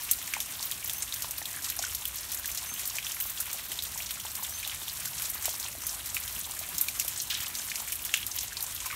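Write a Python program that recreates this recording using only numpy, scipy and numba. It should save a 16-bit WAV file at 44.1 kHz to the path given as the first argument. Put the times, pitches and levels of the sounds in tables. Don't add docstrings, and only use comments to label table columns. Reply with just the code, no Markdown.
import sys
import numpy as np
from scipy import signal
from scipy.fft import rfft, irfft, next_fast_len
from scipy.io import wavfile
from scipy.ndimage import uniform_filter1d
from numba import njit

SR = 44100
rng = np.random.default_rng(int(sys.argv[2]) if len(sys.argv) > 2 else 0)


def generate_wav(signal):
    frames = np.transpose(np.atleast_2d(signal))
    scaled = np.clip(frames, -1, 1) * 32767
    pcm = np.round(scaled).astype(np.int16)
    wavfile.write(sys.argv[1], SR, pcm)


def gain_from_db(level_db):
    decades = np.asarray(level_db, float) / 20
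    return 10 ** decades


N = 394694


def level(x, db):
    return x * gain_from_db(db) / np.sqrt(np.mean(x ** 2))


def curve(table):
    return np.interp(np.arange(N) / SR, *np.transpose(table))


def walk(rate):
    hold = int(SR / rate)
    steps = np.repeat(rng.standard_normal(N // hold + 1), hold)
    smooth = uniform_filter1d(uniform_filter1d(steps, hold), hold)
    return 1.3 * smooth[:N]


@njit
def strike(rows, noise, lumps):
    out = np.zeros(len(noise))
    for start_s, peak, hz, width_hz, blow, crack_s, spatter, tail_s in rows:
        start = int(start_s * SR)
        size = max(min(int(4 * tail_s * SR), len(out) - start), 0)
        g, damping = np.tan(np.pi * hz / SR), width_hz / hz
        crack_decay, tail_decay = np.exp(-1 / (crack_s * SR)), np.exp(-1 / (tail_s * SR))
        y = np.empty(size)
        band1, low1, band2, low2 = 0., 0., 0., 0.
        crack_env, tail_env, loudest = 1., spatter, 1e-9
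        for i in range(size):
            x = noise[start + i] * (crack_env + tail_env * lumps[start + i])
            if i == 0:
                x += blow
            v = (band1 + g * (x - low1)) / (1 + g * (g + damping))
            band1, low1 = 2 * v - band1, low1 + 2 * g * v
            w = (band2 + g * (damping * v - low2)) / (1 + g * (g + damping))
            band2, low2 = 2 * w - band2, low2 + 2 * g * w
            y[i] = w
            loudest = max(loudest, abs(w))
            crack_env *= crack_decay
            tail_env *= tail_decay
        out[start:start + size] += y * peak / loudest
    return out


def drops(start_s, peak_db, hz, spatter_db, broad, blow, crack_s, tail_s):
    vary = np.exp(.15 * rng.standard_normal((len(start_s), 3))).T
    hz = np.clip(hz, 200, .4 * SR)
    rows = np.broadcast_arrays(start_s + .0006, gain_from_db(peak_db), hz, broad * hz * vary[0], blow,
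                               crack_s * vary[1], gain_from_db(spatter_db), tail_s * vary[2])
    lumps = gain_from_db(3. * walk(400))
    return strike(np.ascontiguousarray(np.transpose(rows), float), rng.standard_normal(N), lumps)


def alike(table, *shared):
    return [(*row, *shared) for row in table]


def patter(count, db, spread_db, low_hz, high_hz, broad, crack_s, spatter_db):
    when, size, pitch = rng.random((count, 3)).T
    start_s = when * (N - 1) / SR
    peak_db = db - spread_db * np.log(.14 + size)
    hz = low_hz * (high_hz / low_hz) ** pitch
    return drops(start_s, peak_db, hz, spatter_db, broad, blow=7.9, crack_s=crack_s, tail_s=0.009)


def bands(shape, flicker_db, rate):
    size = next_fast_len(N)
    hz = np.arange(1, size // 2 + 2) * SR / size
    spots, db = np.transpose(shape)
    spectrum_db = np.interp(np.log(hz), np.log(spots), db, -120, -120)
    noise = rfft(rng.standard_normal(size)) * gain_from_db(spectrum_db)
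    place = 2 * np.log2(hz / spots[0])
    out = np.zeros(N)
    for k in range(int(2 * np.log2(spots[-1] / spots[0])) + 2):
        part = irfft(noise * np.clip(1 - abs(place - k), 0, 1), size)[:N]
        out += part * gain_from_db(flicker_db * walk(rate))
    return out


def far_rain():
    # start_s, level_db
    shower = [(0.0, -34.5), (0.6, -35.5), (1.0, -35.5), (2.64, -35.5), (3.01, -34), (3.16, -34.5),
              (4.21, -36.5), (4.56, -35.5), (4.79, -36), (5.43, -34), (5.76, -36), (6.68, -36),
              (6.98, -34.5), (8.13, -35), (8.5, -37.5), (8.95, -34.5)]
    # frequency_hz, density_db (per Hz)
    hiss_spectrum = [(240, -17), (400, -14), (511, -17), (1000, -0.5), (1420, -1.5), (3250, 0.5),
                     (4840, -1.5), (6480, -2), (9500, 0.5), (10400, 2), (12500, 1.5), (16000, -4.5)]
    hiss = level(bands(hiss_spectrum, flicker_db=1.4, rate=30), -6.5)
    needles = patter(count=2500, db=2, spread_db=3., low_hz=4500, high_hz=14000,
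                     broad=1.3, crack_s=.0008, spatter_db=-22)
    fine = patter(count=1100, db=2.5, spread_db=3.3, low_hz=5200, high_hz=16100,
                  broad=0.92, crack_s=0.0045, spatter_db=-8)
    middle = patter(count=1100, db=-4.5, spread_db=2.5, low_hz=1805, high_hz=5500,
                    broad=0.72, crack_s=0.0021, spatter_db=-14.5)
    dull = patter(count=900, db=-18.5, spread_db=4.0, low_hz=650, high_hz=1700,
                  broad=0.51, crack_s=0.0032, spatter_db=-15.0)
    gusts = gain_from_db(1.2 * walk(45))
    return gain_from_db(curve(shower)) * gusts * (hiss + needles + fine + middle + dull)


def road():
    # start_s, level_db
    rumble = [(0.0, -54), (3.66, -54), (7.03, -53), (8.95, -53.5)]
    # frequency_hz, density_db (per Hz)
    traffic = [(18, -37), (30, -26), (46, -1), (64, 1.5), (108, -2.5), (140, -8.5), (257, -12.5),
               (297, -13), (459, -18.5), (630, -15), (700, -14.5), (910, -29), (1540, -120)]
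    return level(bands(traffic, flicker_db=1.6, rate=3.08), 0) * gain_from_db(curve(rumble))


def ticks():
    # (cracks below and above 9 kHz, against the splash)
    hard = [(0.112, -4.5, -20, -3.5), (0.3365, -21, -6.5, -6.5), (0.4025, -5.5, -17, -18),
            (0.6269, -17, -7.5, -6), (0.8959, -21, -8, -23), (1.14, -14, -15, -8), (1.309, -23, -11, -1),
            (1.3828, -21.5, -13, -1.5), (1.6995, -13.5, -20, -7), (1.7895, -16.5, -6.5, -12),
            (1.824, -12, -15, -12), (2.053, -29, -24, -5), (2.3177, -10, -16, -13),
            (2.3456, -19.5, -17, -1), (2.5736, -5, -18, -19), (3.5292, -7, -19, -15),
            (4.43, -17.5, -24, -7), (4.6743, -12, -19, -15), (5.455, -10, -12, -6.5),
            (5.867, -18, -17, -5.5), (6.591, -19.5, -15, -2.5), (6.7812, -7.5, -15, -15),
            (6.8114, -13.5, -27, -4), (6.8836, -10.5, -14, -13), (6.997, -5.5, -15, -11),
            (7.0793, -15.5, -18, -5), (7.7563, -14.5, -8.5, -10), (8.139, -6.5, -9.5, -11.5),
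            (8.2653, -15, -15, -7), (8.3858, -14, -7.5, -15)]
    # start_s, splash_db
    splashes = [(0.7128, -7), (1.2211, -6), (1.6227, -14), (1.6427, -8), (1.9485, -8.5), (2.4563, -7.5),
                (2.5152, -10), (2.5476, -11), (2.7935, -13), (2.9547, -6), (3.1183, -9), (3.9759, -10),
                (4.352, -9.5), (5.0549, -6.5), (5.2205, -8.5), (5.2934, -18), (5.4904, -10), (5.5982, -8),
                (5.8192, -16), (6.0586, -11.5), (6.1449, -7), (6.2776, -14), (7.2998, -10), (7.4041, -7),
                (7.5507, -9.5), (7.6989, -11), (8.3554, -13), (8.4078, -11), (8.8588, -8)]
    # low_crack_db, high_crack_db
    splash_crack = (-20.5, -17.5)
    # start_s, splash_db
    pricks = [(0.0333, -21), (0.844, -25), (0.9328, -16), (1.1234, -26), (1.4546, -23.5), (2.0762, -22),
              (2.2064, -24), (2.7377, -25), (2.8549, -17), (2.8749, -23), (3.2006, -15), (3.4022, -13),
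              (3.7174, -17), (3.8227, -21), (4.1076, -15), (4.1989, -20.5), (4.4932, -20), (4.8813, -17),
              (5.1976, -17), (5.4231, -20), (6.3505, -18.5), (6.5091, -21), (6.7476, -21), (7.0474, -16.5),
              (7.217, -15), (7.9209, -11), (8.0501, -12), (8.6068, -19), (8.6253, -13), (8.7485, -19)]
    # low_crack_db, high_crack_db
    prick_crack = (-22, -9.5)
    rows = hard + alike(splashes, *splash_crack) + alike(pricks, *prick_crack)
    start_s, splash_db, low_db, high_db = np.transpose(rows)
    splash_db = splash_db - 0.16 * (splash_db + 25.5)
    spatter_db = -16.5 + (low_db + high_db) / -3 - 0.057 * (splash_db + 8)
    low = drops(start_s, splash_db + low_db + 7.5, 6060.0, spatter_db,
                broad=0.9, blow=8, crack_s=0.004, tail_s=.024)
    high = drops(start_s, splash_db + high_db + 8.5, 11800.0, spatter_db,
                 broad=1.5, blow=7, crack_s=0.0045, tail_s=.024)
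    return low + high


def sprays():
    # start_s, peak_db, centre_hz
    bursts = [(0.0629, -40, 7360), (0.2714, -26, 6560), (0.3342, -29, 6600), (0.8421, -22, 12740),
              (0.894, -23, 12250), (0.9798, -26, 14710), (1.0202, -18, 7950), (1.2841, -25, 9440),
              (1.8468, -28, 6710), (1.9466, -20, 12330), (2.0513, -17.5, 12550), (2.0743, -24, 13940),
              (2.1551, -22, 12750), (2.3936, -24, 12480), (2.4744, -17, 14510), (2.5722, -27, 6200),
              (2.736, -23, 12270), (2.8735, -19, 12730), (2.9822, -28, 12670), (3.088, -25, 12300),
              (3.2995, -22, 14000), (3.4541, -24, 12300), (3.8333, -21, 13870), (3.944, -27, 7320),
              (4.1975, -31, 13080), (4.3142, -25, 12230), (4.5966, -24, 14790), (4.628, -29, 6710),
              (4.6734, -24.6, 13100), (5.0016, -26, 8280), (5.0775, -24, 13000), (5.1293, -31, 6280),
              (5.2481, -28, 12520), (5.297, -19, 12350), (5.3429, -22, 13390), (5.6412, -22, 6200),
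              (5.8327, -28, 6470), (5.8916, -34, 5870), (6.161, -23, 14160), (6.1989, -23, 12810),
              (6.276, -27, 12500), (6.5082, -25, 9290), (6.6868, -23, 11900), (6.7467, -31, 12420),
              (6.8824, -22, 12460), (7.0121, -33, 12660), (7.0779, -28, 8730), (7.3413, -21.5, 6200),
              (7.4574, -24.5, 6130), (7.8152, -23, 12330), (7.8721, -28.4, 13190), (7.9529, -20, 11800),
              (8.0258, -36, 9120), (8.0627, -35, 8460), (8.1704, -21, 13980), (8.361, -16, 14830),
              (8.4288, -21, 14700), (8.6244, -20, 14560), (8.6623, -24.5, 7520), (8.801, -24, 6960)]
    start_s, peak_db, hz = np.transpose(bursts)
    return drops(start_s + .002, peak_db, hz, spatter_db=-10, broad=.9, blow=5, crack_s=.005, tail_s=.012)


def taps():
    # start_s, peak_db, ring_hz
    many = [(0.089, -25, 2800), (0.3367, -12.5, 2380), (1.1236, -19, 3840), (1.4554, -17.5, 3700),
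            (1.8252, -37, 1610), (2.9844, -16.5, 2500), (3.05, -35, 1740), (3.7892, -16.5, 3820),
            (4.0023, -28, 2770), (4.108, -20, 3680), (4.649, -22, 3800), (6.1667, -16, 2280),
            (6.884, -19, 3720), (6.8846, -21.5, 2460), (6.997, -24, 2900), (7.0793, -24.5, 2860),
            (7.3502, -18, 3620), (7.401, -27.5, 1920), (7.7158, -18, 2300), (7.756, -25, 2450),
            (7.9259, -24, 2670), (8.1395, -6.5, 2870), (8.1635, -24, 2900), (8.176, -27, 2700),
            (8.2133, -30, 2560), (8.763, -21.5, 4200), (8.9113, -23, 2320)]
    # start_s, peak_db
    broad_leaf = [(0.226, -29), (0.4034, -21), (0.5217, -30), (0.7203, -19.5), (0.896, -19), (1.8966, -28),
                  (2.0537, -19.5), (3.0667, -19), (3.2081, -22), (3.375, -22.5), (3.7179, -24),
                  (4.1989, -27), (4.2646, -30.5), (4.4443, -28), (4.6756, -25), (4.696, -22),
                  (4.714, -25.5), (4.8803, -23.5), (5.455, -21), (5.6625, -22), (6.2778, -25),
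                  (7.3093, -33), (7.415, -23), (7.4677, -25), (7.9034, -29), (8.0401, -28), (8.093, -22.5),
                  (8.2284, -22), (8.3754, -22)]
    # start_s, peak_db
    narrow_leaf = [(0.594, -19.5), (1.2224, -23), (1.3804, -20.5), (1.6464, -19), (1.6903, -21),
                   (1.7888, -33), (1.9475, -19), (2.5734, -19), (2.8544, -24), (3.823, -19), (4.4248, -28),
                   (4.5984, -34), (5.0549, -30), (5.3782, -29), (5.628, -20), (6.78, -39), (7.552, -17.5),
                   (7.6166, -23), (7.6989, -25), (8.569, -14.5), (8.6056, -20)]
    rows = many + alike(broad_leaf, 3270) + alike(narrow_leaf, 4460)
    start_s, peak_db, hz = np.transpose(rows)
    ring = drops(start_s, peak_db - 2.5, hz, spatter_db=-15 - 0.05 * (peak_db + 24),
                 broad=0.4, blow=13, crack_s=0.0034, tail_s=70 / hz)
    spray = drops(start_s, peak_db - 7.5, 1.8 * hz, spatter_db=-10,
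                  broad=1.6, blow=9, crack_s=0.003, tail_s=0.016)
    return ring + spray


def light_taps():
    # start_s, peak_db, ring_hz
    light = [(0.1317, -28, 4570), (0.2245, -36, 3080), (0.5507, -31, 3640), (0.8241, -33, 2560),
             (0.8431, -34, 2100), (1.0027, -32, 3470), (1.0746, -34, 3290), (1.1584, -32, 3560),
             (1.2422, -29, 4300), (1.414, -31, 1990), (1.6981, -31, 4070), (1.7191, -31.5, 2630),
             (1.8229, -26, 3710), (1.8465, -31, 3060), (1.947, -32, 4560), (2.0184, -32, 3370),
             (2.1561, -30, 4320), (2.4544, -41, 4410), (2.4887, -34.1, 2090), (2.6913, -32, 2570),
             (2.7587, -35, 2690), (2.7727, -33, 3210), (2.9084, -34, 2980), (3.0251, -32, 3040),
             (3.1079, -30, 3040), (3.1628, -32, 2090), (3.4532, -36, 2690), (3.6018, -32, 4580),
             (3.8483, -31.5, 3540), (4.2635, -30, 3400), (4.4429, -31, 3540), (4.5966, -34, 4170),
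             (4.6265, -31, 2370), (4.8155, -31, 3470), (4.8939, -24.5, 4700), (5.1315, -36, 2430),
             (5.2151, -34, 2930), (5.4885, -30, 3260), (5.6791, -31.5, 2420), (6.0044, -33, 2980),
             (6.0792, -32, 4300), (6.165, -27, 2240), (6.3605, -30, 3140), (6.445, -30.5, 3660),
             (6.5481, -31, 4350), (6.7457, -31, 4090), (6.9951, -31, 2750), (7.0101, -31.6, 2390),
             (7.0779, -34, 3080), (7.3074, -37, 3230), (7.4414, -31.5, 2520), (7.465, -35, 3330),
             (7.8731, -38, 2220), (7.9918, -32.2, 2700), (8.1615, -26, 3550), (8.2273, -28, 3280),
             (8.2632, -37, 3530), (8.4288, -33.2, 3080), (8.7744, -35, 2940), (8.799, -33, 3080)]
    start_s, peak_db, hz = np.transpose(light)
    return drops(start_s + .002, peak_db, hz, spatter_db=-12, broad=.4, blow=6, crack_s=.0035, tail_s=.014)


def mists():
    # start_s, peak_db, centre_hz, fade_s
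    showers = [(4.4, -25, 16000, 0.027), (3.2, -20, 13800, 0.07), (6.82, -29, 13000, .05),
               (7.3, -19, 3300, 0.045), (5.9, -28, 10300, 0.083), (8.9, -31.5, 1700, .06),
               (4.716, -30, 2600, 0.023), (4.64, -32, 3600, 0.059), (0.345, -31, 2200, 0.036),
               (1.4255, -27, 5700, 0.0058), (7.2, -19, 5000, 0.011)]
    start_s, peak_db, hz, fade_s = np.transpose(showers)
    return drops(start_s, peak_db, hz, spatter_db=33, broad=0.87, blow=0, crack_s=0.00066, tail_s=fade_s)


def plops():
    # start_s, peak_db, ring_hz
    large = [(0.366, -26, 905), (0.601, -35, 920), (1.244, -27.5, 890), (1.416, -31, 950),
             (1.569, -29, 1570), (1.792, -28.5, 754), (1.839, -24, 1590), (1.869, -43, 1570),
             (3.254, -32.5, 1080), (3.477, -37, 1000), (3.957, -33.5, 940), (4.25, -29.5, 870),
             (4.385, -34, 990), (4.425, -32.5, 872), (4.664, -36, 867), (4.816, -34.5, 960),
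             (5.118, -37.5, 860), (5.353, -34.5, 1010), (5.48, -25.5, 735), (5.54, -31, 1040),
             (5.652, -33, 940), (5.836, -33.5, 1030), (6.463, -42, 923), (6.612, -36.5, 674),
             (7.048, -35.5, 680), (7.801, -33.5, 1000), (7.822, -35, 890), (8.141, -19.5, 1730),
             (8.297, -35, 1030), (8.641, -33.5, 870)]
    start_s, peak_db, hz = np.transpose(large)
    return drops(start_s, peak_db - 2.5, hz, spatter_db=-17 - 0.28 * (peak_db + 29),
                 broad=0.48, blow=13.6, crack_s=0.0036, tail_s=0.03)


def small_leaves():
    # start_s, peak_db, ring_hz
    small = [(0.3775, -21, 9700), (0.5067, -27, 14000), (0.6534, -15, 15000), (0.7003, -31, 12400),
             (0.8584, -19.5, 6060), (0.8759, -15, 15400), (0.982, -26, 12100), (1.5618, -20, 9880),
             (1.7649, -17, 11300), (1.8486, -19, 5800), (1.9355, -24, 12700), (2.373, -19, 6900),
             (2.812, -22, 9300), (3.026, -27, 12600), (3.046, -19.5, 6000), (3.1453, -20, 11500),
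             (3.6855, -22, 13700), (4.06, -21.5, 5640), (4.587, -25, 9470), (4.746, -20, 9600),
             (4.9302, -20, 12800), (5.4446, -19, 6710), (5.8346, -24, 6290), (5.892, -19, 5980),
             (5.99, -25, 9300), (3.739, -25, 5400), (6.991, -20, 6200), (5.783, -24, 11500),
             (5.538, -26, 12500), (6.412, -19, 7850), (6.7814, -11, 12700), (6.8115, -11, 12900),
             (7.175, -19, 8300), (7.3084, -17, 15000), (7.6755, -26, 8850), (8.314, -21, 6290)]
    start_s, peak_db, hz = np.transpose(small)
    return drops(start_s, peak_db - 3.5, hz, spatter_db=-8, broad=0.5, blow=7, crack_s=0.0035, tail_s=0.015)


def drips():
    # start_s, peak_db, ring_hz
    faint = [(0.456, -43, 1060), (0.8401, -43, 1040), (1.163, -39, 1440), (1.191, -35.5, 1730),
             (1.5368, -34, 1640), (1.5844, -35, 1630), (1.6632, -40.8, 1040), (1.8328, -34, 1640),
             (1.8598, -40, 1570), (1.9206, -41, 1260), (2.0124, -40, 950), (2.3886, -38.5, 1430),
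             (2.4395, -32.5, 1660), (2.7098, -39, 1160), (2.9014, -40, 1040), (2.9553, -42.5, 674),
             (3.0461, -42, 1300), (3.1029, -46, 1670), (3.163, -36, 1390), (3.4003, -35, 1510),
             (3.537, -42, 636), (3.8632, -42, 980), (4.1667, -36.5, 1230), (4.389, -39, 1020),
             (4.9847, -42, 720), (5.0625, -39, 1550), (5.222, -44, 880), (5.7449, -41, 685),
             (5.7734, -56, 312), (5.8258, -44, 1070), (5.9555, -43, 1005), (6.1939, -41, 1320),
             (6.467, -38.5, 895), (6.4902, -41, 935), (6.5312, -41.5, 1130), (6.7387, -45, 1600),
             (7.3224, -37, 1550), (7.463, -38, 1020), (7.5927, -37, 1530), (7.6626, -42, 1010),
             (8.0876, -33, 1680), (8.283, -43, 1180), (8.5166, -34, 1650), (8.5655, -39, 920),
             (8.8533, -36, 1030)]
    start_s, peak_db, hz = np.transpose(faint)
    return drops(start_s + .005, peak_db, hz, spatter_db=-13, broad=.4, blow=9, crack_s=.004, tail_s=.02)


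def bird():
    # start_s, level_db, held_hz, length_s
    whistles = [(.94, -42.5, 6300, .09), (2.65, -42, 6300, .12), (4.492, -39.5, 6220, .11),
                (5.797, -41, 6280, .09), (7.53, -41, 6280, .11)]
    out = np.zeros(N)
    waver = 1 + .013 * walk(200)
    for start_s, level_db, held_hz, length_s in whistles:
        start = int(start_s * SR)
        t = np.arange(int(2 * length_s * SR)) / SR
        slide = np.minimum(t / .024, 1)
        pitch_hz = held_hz * (.87 + .13 * slide) * waver[start:][:len(t)]
        attack = (.45 + .55 * slide ** 4) * np.minimum(t / .005, 1)
        swell = attack * np.exp(-1.2 * (t / length_s) ** 2)
        out[start:][:len(t)] = gain_from_db(level_db) * swell * np.sin(2 * np.pi * np.cumsum(pitch_hz) / SR)
    echoes = sum(np.roll(out, int(late_s * SR)) * gain_from_db(4 * walk(130)) for late_s in (0, .007, .019))
    return echoes * gain_from_db(-4.5)


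def thuds():
    # start_s, peak_db, thud_hz
    stems = [(1.415, -51, 320), (2.717, -46, 204), (3.696, -49, 293), (4.395, -51, 207), (4.823, -46, 310),
             (5.225, -55, 296), (5.351, -50, 288), (5.778, -48, 280), (6.361, -47, 196),
             (6.736, -46.5, 196)]
    start_s, peak_db, hz = np.transpose(stems)
    return drops(start_s, peak_db, hz, spatter_db=-17, broad=0.77, blow=13.0, crack_s=0.015, tail_s=0.027)


def bubble():
    # start_s, peak_db, first_hz, length_s
    trapped_air = (4.001, -33, 1950, .014)
    start_s, peak_db, first_hz, length_s = trapped_air
    t = np.linspace(0, 1, int(length_s * SR))
    swell = np.sin(np.pi * np.sqrt(t))
    out = np.zeros(N)
    ring = np.sin(2 * np.pi * np.cumsum(first_hz * 2 ** t) / SR)
    out[int(start_s * SR):][:len(t)] = gain_from_db(peak_db) * swell * ring
    return out


def shed():
    # start_s, peak_db, low_ring_hz, high_ring_hz
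    branch = [(8.814, -37, 980, 2240), (8.847, -31, 1240, 2380), (8.86, -26.5, 1050, 2600),
              (8.871, -43, 1020, 2670), (8.9, -26.5, 1510, 2170), (8.914, -40, 1110, 2190),
              (8.925, -26, 1210, 2180), (8.937, -37, 1164, 2400)]
    start_s, peak_db, low_hz, high_hz = np.transpose(branch)
    return sum(drops(start_s, peak_db - 8, hz, spatter_db=-5, broad=0.22, blow=2.5,
                     crack_s=0.0047, tail_s=0.024) for hz in (low_hz, high_hz))


def scene():
    background = far_rain() + road() + bird()
    near = ticks() + taps() + plops() + small_leaves() + shed() + bubble()
    light = sprays() + light_taps() + drips() + thuds() + mists()
    return (background + near + light)[None]


def low_pass(x):
    return signal.sosfilt(signal.butter(12, 17010, fs=SR, output="sos"), x)


def record(dry):
    # centre_hz, width_hz, depth_db
    case_dips = [(505, 48, -1.5), (4840, 790, -3.5), (10420, 650, -5)]
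    hz = np.arange(1, N // 2 + 2) * SR / N
    shade_db = sum(db / (1 + (2 * (hz - centre) / width) ** 2) for centre, width, db in case_dips)
    shade_db = shade_db - 10 * np.log10(1 + (30 / hz) ** 6)
    shade_db = shade_db - 52 * np.clip((hz - 15740) / 120, 0, 1)
    return low_pass(irfft(rfft(dry) * gain_from_db(shade_db), N))


dry = scene()
out = record(dry)
generate_wav(out)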